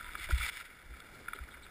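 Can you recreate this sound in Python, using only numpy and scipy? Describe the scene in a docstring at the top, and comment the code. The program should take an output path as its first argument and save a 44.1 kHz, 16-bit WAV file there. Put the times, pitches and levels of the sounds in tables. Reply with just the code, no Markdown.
"""Skis in loose snow

Out on the slope, from a body-worn camera whose microphone sits in a closed plastic case, riding
above the skis. One turn bites and sprays grains in a swelling hiss, then the bases glide on quietly.
Air rushes past, gear clicks, a ski rings faintly, snow scuffs and bumps thump through the mount.
The recorder samples coarsely and holds each sample, which adds a glassy treble."""
import sys
import numpy as np
from scipy import signal
from scipy.fft import rfft, irfft, next_fast_len
from scipy.io import wavfile

SR = 44100
rng = np.random.default_rng(int(sys.argv[2]) if len(sys.argv) > 2 else 0)


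def put_to_file(sound):
    """Save the sound as 16-bit audio at rate SR, in the file named by the first command-line argument."""
    columns = np.atleast_2d(sound).T  # one column per channel
    safe = np.clip(columns, -1, 1)
    whole_steps = np.round(safe * 32767)
    wavfile.write(sys.argv[1], SR, whole_steps.astype(np.int16))


N = 74970
T = np.arange(N) / SR

# how the closed case colours snow and gear on their way to the microphone: f/Hz, gain/dB
CASE_RESPONSE = [(500, -7), (820, -8.5), (980, -1), (1120, -11), (1260, 3.5), (1420, 4), (1650, -2),
                 (1850, -2.5), (2020, 1.5), (2130, 1), (2290, 5), (2450, -3.5), (2620, -7), (2800, 0.5),
                 (3080, -10), (3450, -1), (3720, -5.5), (3980, -14), (4300, -10.5), (4600, -11.5),
                 (5100, -7.5), (5500, -20), (5900, -31)]


def from_db(db):
    """Decibels to gain."""
    return 10 ** (np.asarray(db) / 20)


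def rms_one(x):
    """Scale to unit rms."""
    return x / np.sqrt(np.mean(x ** 2) + 1e-20)


def in_time(rows):
    """A control curve at every sample."""
    return np.interp(T, *np.transpose(rows))


def colour(x, *spectra):
    """Causal (minimum-phase) filter with the product of the given spectra."""
    size = 2 * next_fast_len(N)
    log_hz = np.log(np.maximum(np.arange(size // 2 + 1) * SR / size, 1))
    db = sum(np.interp(log_hz, np.log(rows[:, 0]), rows[:, 1]) for rows in map(np.array, spectra))
    cepstrum = irfft(np.log(from_db(db)))
    cepstrum[1:size // 2] *= 2
    cepstrum[size // 2 + 1:] = 0
    return irfft(rfft(x, size) * np.exp(rfft(cepstrum)))[:N]


def flutter(depth_db, rate_hz):
    """A smoothly wandering random gain; the depth is its rms in decibels."""
    pole = np.exp(-2 * np.pi * rate_hz / SR)
    drift = signal.lfilter([1], [1, -2 * pole, pole * pole], rng.standard_normal(2 * N))[N:]
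    return from_db(depth_db * rms_one(drift))


def ring(force, hz, t60):
    """One damped mode: a unit impulse sets a sine of height 1 ringing."""
    decay, step = np.exp(-np.log(1000) / (t60 * SR)), 2 * np.pi * hz / SR
    return signal.lfilter([0, np.sin(step)], [1, -2 * decay * np.cos(step), decay ** 2], force + 1e-18)


def grains(per_s, spread_db, powder_db):
    """Crystals break at random, in many sizes, over the smooth hiss of powder."""
    sizes = from_db(spread_db * np.minimum(rng.exponential(1, N), 4)) * rng.choice([-1, 1], N)
    breaks = rms_one(sizes * (rng.random(N) < per_s / SR))
    return rms_one(breaks + from_db(powder_db) * rng.standard_normal(N))


def glide():
    """The flat bases rustle quietly over the snow underfoot."""
    # loudness of the glide: t/s, level/dB
    glide_levels = [(0, -52.5), (.06, -52.5), (.17, -52), (.6, -56), (.75, -57.5), (.88, -61), (.97, -55.5),
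                    (1.08, -57), (1.18, -55), (1.25, -56.5), (1.37, -51), (1.46, -58), (1.55, -56.5),
                    (1.7, -59)]
    # the rustle outside the case: f/Hz, spectral level/dB
    glide_spectrum = [(300, -22), (900, -14), (1400, -1), (2200, -3), (2800, -10), (3500, -7), (5000, -7.5),
                      (6000, -8)]
    rustle = grains(per_s=700, spread_db=3, powder_db=4.5) * flutter(depth_db=1.92, rate_hz=60)
    return from_db(in_time(glide_levels)) * rms_one(colour(rustle, glide_spectrum, CASE_RESPONSE))


def rushing_air():
    """Air flutters past, right at the camera."""
    # loudness of the airflow: t/s, level/dB
    air_levels = [(0, -62), (.17, -57.5), (.23, -64), (.45, -59), (.56, -63), (.8, -62.5), (1.0, -60),
                  (1.2, -56.5), (1.36, -60.5), (1.5, -59), (1.7, -61)]
    # its dull rush: f/Hz, spectral level/dB
    air_spectrum = [(60, -3.5), (150, 0), (300, -1.5), (600, -5.5), (1100, -10), (2000, -20)]
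    rush = colour(rng.standard_normal(N), air_spectrum) * flutter(depth_db=1.57, rate_hz=51)
    return from_db(in_time(air_levels)) * rms_one(rush)


def mount_shake():
    """The shaking mount carries a low rumble straight into the microphone."""
    # strength of the shaking: t/s, level/dB
    shake_levels = [(0, -51.5), (.1, -54.5), (.16, -59), (.25, -48.5), (.32, -42.5), (.44, -42),
                    (.52, -60.5), (.75, -68.5), (.88, -54.5), (1.0, -64), (1.12, -61.5), (1.5, -60),
                    (1.7, -56.5)]
    # the mount's rumble: f/Hz, spectral level/dB
    shake_spectrum = [(12, -3.5), (25, 14.5), (40, 6.5), (65, 10), (95, -2.5), (160, -14), (400, -83)]
    return from_db(in_time(shake_levels)) * rms_one(colour(rng.standard_normal(N), shake_spectrum))


def gear_clicks(chatter_s=0.00076, length_s=0.0021, low_cut_hz=860):
    """Hard parts close by touch and chatter for a few milliseconds, heard through the case."""
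    # contacts: t/s, level before low cut and case/dB, brightness/(dB per octave)
    contacts = [(.009, -39.5, -2), (0.044, -39.5, 15), (0.0909, -41.5, -3), (0.1527, -31, 0),
                (0.2883, -38, 10), (0.309, -30, -9), (0.41, -32.5, -2), (.5235, -43.5, 17),
                (.610, -42.5, 0), (0.938, -46, 3), (1.0021, -41, 22), (1.259, -45.5, -1), (1.2818, -37, 8),
                (1.2841, -32.5, -4), (1.3329, -31.5, 4.5), (1.388, -40, 2), (1.4376, -46, 15),
                (1.4875, -44.5, 1), (1.5424, -46.5, -10), (1.5718, -46.5, -15), (1.665, -44.5, 4)]
    # resonances of the gear: f/Hz, relative level/dB, t60/s
    modes = [(1406, 5, 0.0066), (1760, -0.5, 0.0075), (2350, -9, 0.008), (3450, -14.5, 0.01),
             (4570, -14, 0.001)]
    out, age = np.zeros(N), np.arange(SR // 20) / SR
    for onset, db, tilt_db in contacts:
        chatter = rng.standard_normal(len(age)) * age / chatter_s * np.exp(-age / chatter_s)
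        force = chatter / np.linalg.norm(chatter)
        force[0] += 1   # the first touch, with as much energy as the chatter
        click = np.zeros(len(age))
        for k, (hz, mode_db, t60) in enumerate(modes):
            octaves_up = np.log2(hz / modes[0][0])
            click += (-1) ** k * from_db(mode_db + tilt_db * octaves_up) * ring(force, hz, t60)
        click *= from_db(db) * np.sqrt(length_s * SR) / np.linalg.norm(click)   # energy of length_s at db
        start = int(onset * SR)
        out[start:start + len(age)] += click[:N - start]
    low_cut = signal.butter(2, low_cut_hz, "high", fs=SR, output="sos")
    return colour(signal.sosfilt(low_cut, out), CASE_RESPONSE)


def ski_ring_and_scuffs():
    """A ski rings faintly at the start; then snow scuffs and squeaks in quick swells."""
    # the ski's ring, then the scuffs: t/s, rise/s, level at the crest/dB, centre f/Hz, width/octaves
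    swells = [(.03, 0.039, -60, 987, 0.088), (.182, 0.0019, -52, 4200, 0.38),
              (0.2883, 0.0061, -45, 340, 1.45), (0.375, .006, -47.5, 3700, 0.57),
              (.424, 0.009, -35.5, 2277, .1), (0.441, 0.016, -51.5, 3450, 0.16),
              (1.138, .008, -66, 4370, 0.41), (1.349, 0.0048, -55, 3400, 0.45),
              (1.344, 0.015, -56, 370, 1.2), (1.505, 0.01, -58.5, 3480, 0.22),
              (1.629, 0.0065, -54.5, 3680, 0.28)]
    out = np.zeros(N)
    for onset, rise, db, hz, octaves in swells:
        edges_hz = np.clip(hz * 2 ** (np.array([-.5, .5]) * octaves), 20, SR / 3)
        band = signal.butter(2, edges_hz, "band", fs=SR, output="sos")
        band_noise = signal.sosfilt(band, grains(per_s=2100, spread_db=5.5, powder_db=-1))
        age_in_rises = np.maximum(T - onset, 0) / rise
        swell = age_in_rises * np.exp(1 - age_in_rises)
        out += from_db(db) * rms_one(band_noise * swell) * np.sqrt(np.mean(swell ** 2))
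    return out


def turn(treble_hz=2440, treble_db_per_db=0.089):
    """Snow shears off in clumps, louder and brighter as the edges bite."""
    # how hard the skis shear the snow: t/s, level/dB
    shear_levels = [(0, -56), (.14, -50.5), (.168, -53.5), (.19, -48.5), (.246, -40.5), (.28, -55.5),
                    (.308, -38), (.335, -46), (.40, -40), (.42, -41), (.432, -37.5), (.475, -39),
                    (.498, -35.5), (.505, -57.5), (.52, -53), (.527, -46), (.57, -45), (.615, -45),
                    (.634, -65), (.66, -48), (.685, -64), (1.7, -71)]
    # the spray outside the case: f/Hz, spectral level/dB
    spray_spectrum = [(200, -44), (700, -14), (1300, -9.5), (2100, -1.5), (2800, -7), (3500, -2.5),
                      (5000, -6), (6000, 5.5)]
    shear_db = in_time(shear_levels)
    crystals = grains(per_s=1100, spread_db=2.5, powder_db=-2)
    clumps = flutter(depth_db=1.75, rate_hz=116)
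    spray = rms_one(colour(crystals * clumps, spray_spectrum, CASE_RESPONSE))
    body = signal.sosfiltfilt(signal.butter(2, treble_hz, fs=SR, output="sos"), spray)
    treble = (spray - body) * from_db(treble_db_per_db * (shear_db - shear_db.max()))
    return from_db(shear_db) * (body + treble)


def bumps(mount_hz=60, sway_hz=24.3, sway_db=-10.5, rise_s=0.0074, fall_s=0.021):
    """Each bump swings the mount for about three cycles, with a slower sway against the push."""
    # jolts through the mount: t/s, level/dB, hold/s, push +1 or pull -1
    jolts = [(0.324, -19, 0.014, 1), (0.39, -31.5, 0.013, -1), (.901, -42, 0.027, -1),
             (1.401, -38.5, 0.024, 1)]
    out = np.zeros(N)
    for onset, db, hold, direction in jolts:
        age = np.maximum(T - onset, 0)
        swell = (1 - np.exp(-age / rise_s)) * np.exp(-np.maximum(age - hold, 0) / fall_s)
        swing = np.sin(2 * np.pi * mount_hz * age)
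        sway = from_db(sway_db) * np.sin(2 * np.pi * sway_hz * age)
        out += direction * from_db(db) * swell * (swing - sway)
    return out


def scene():
    """Everything at the one microphone, riding on the skier."""
    skis = turn() + glide() + ski_ring_and_scuffs()
    return (skis + gear_clicks() + bumps() + rushing_air() + mount_shake())[None]


def record(dry):
    """Each coarse sample is held, which mirrors the sound into a glassy treble; then the top is cut."""
    recorder_hz, cutoff_hz = 12000, 15300
    coarse = signal.resample_poly(dry, recorder_hz, SR, axis=1, window=("kaiser", 5))
    held = signal.resample_poly(np.repeat(coarse, 4, axis=1), SR, 4 * recorder_hz, axis=1)[:, :N]
    return signal.sosfiltfilt(signal.butter(36, cutoff_hz, fs=SR, output="sos"), held)


dry = scene()
out = record(dry)
put_to_file(out)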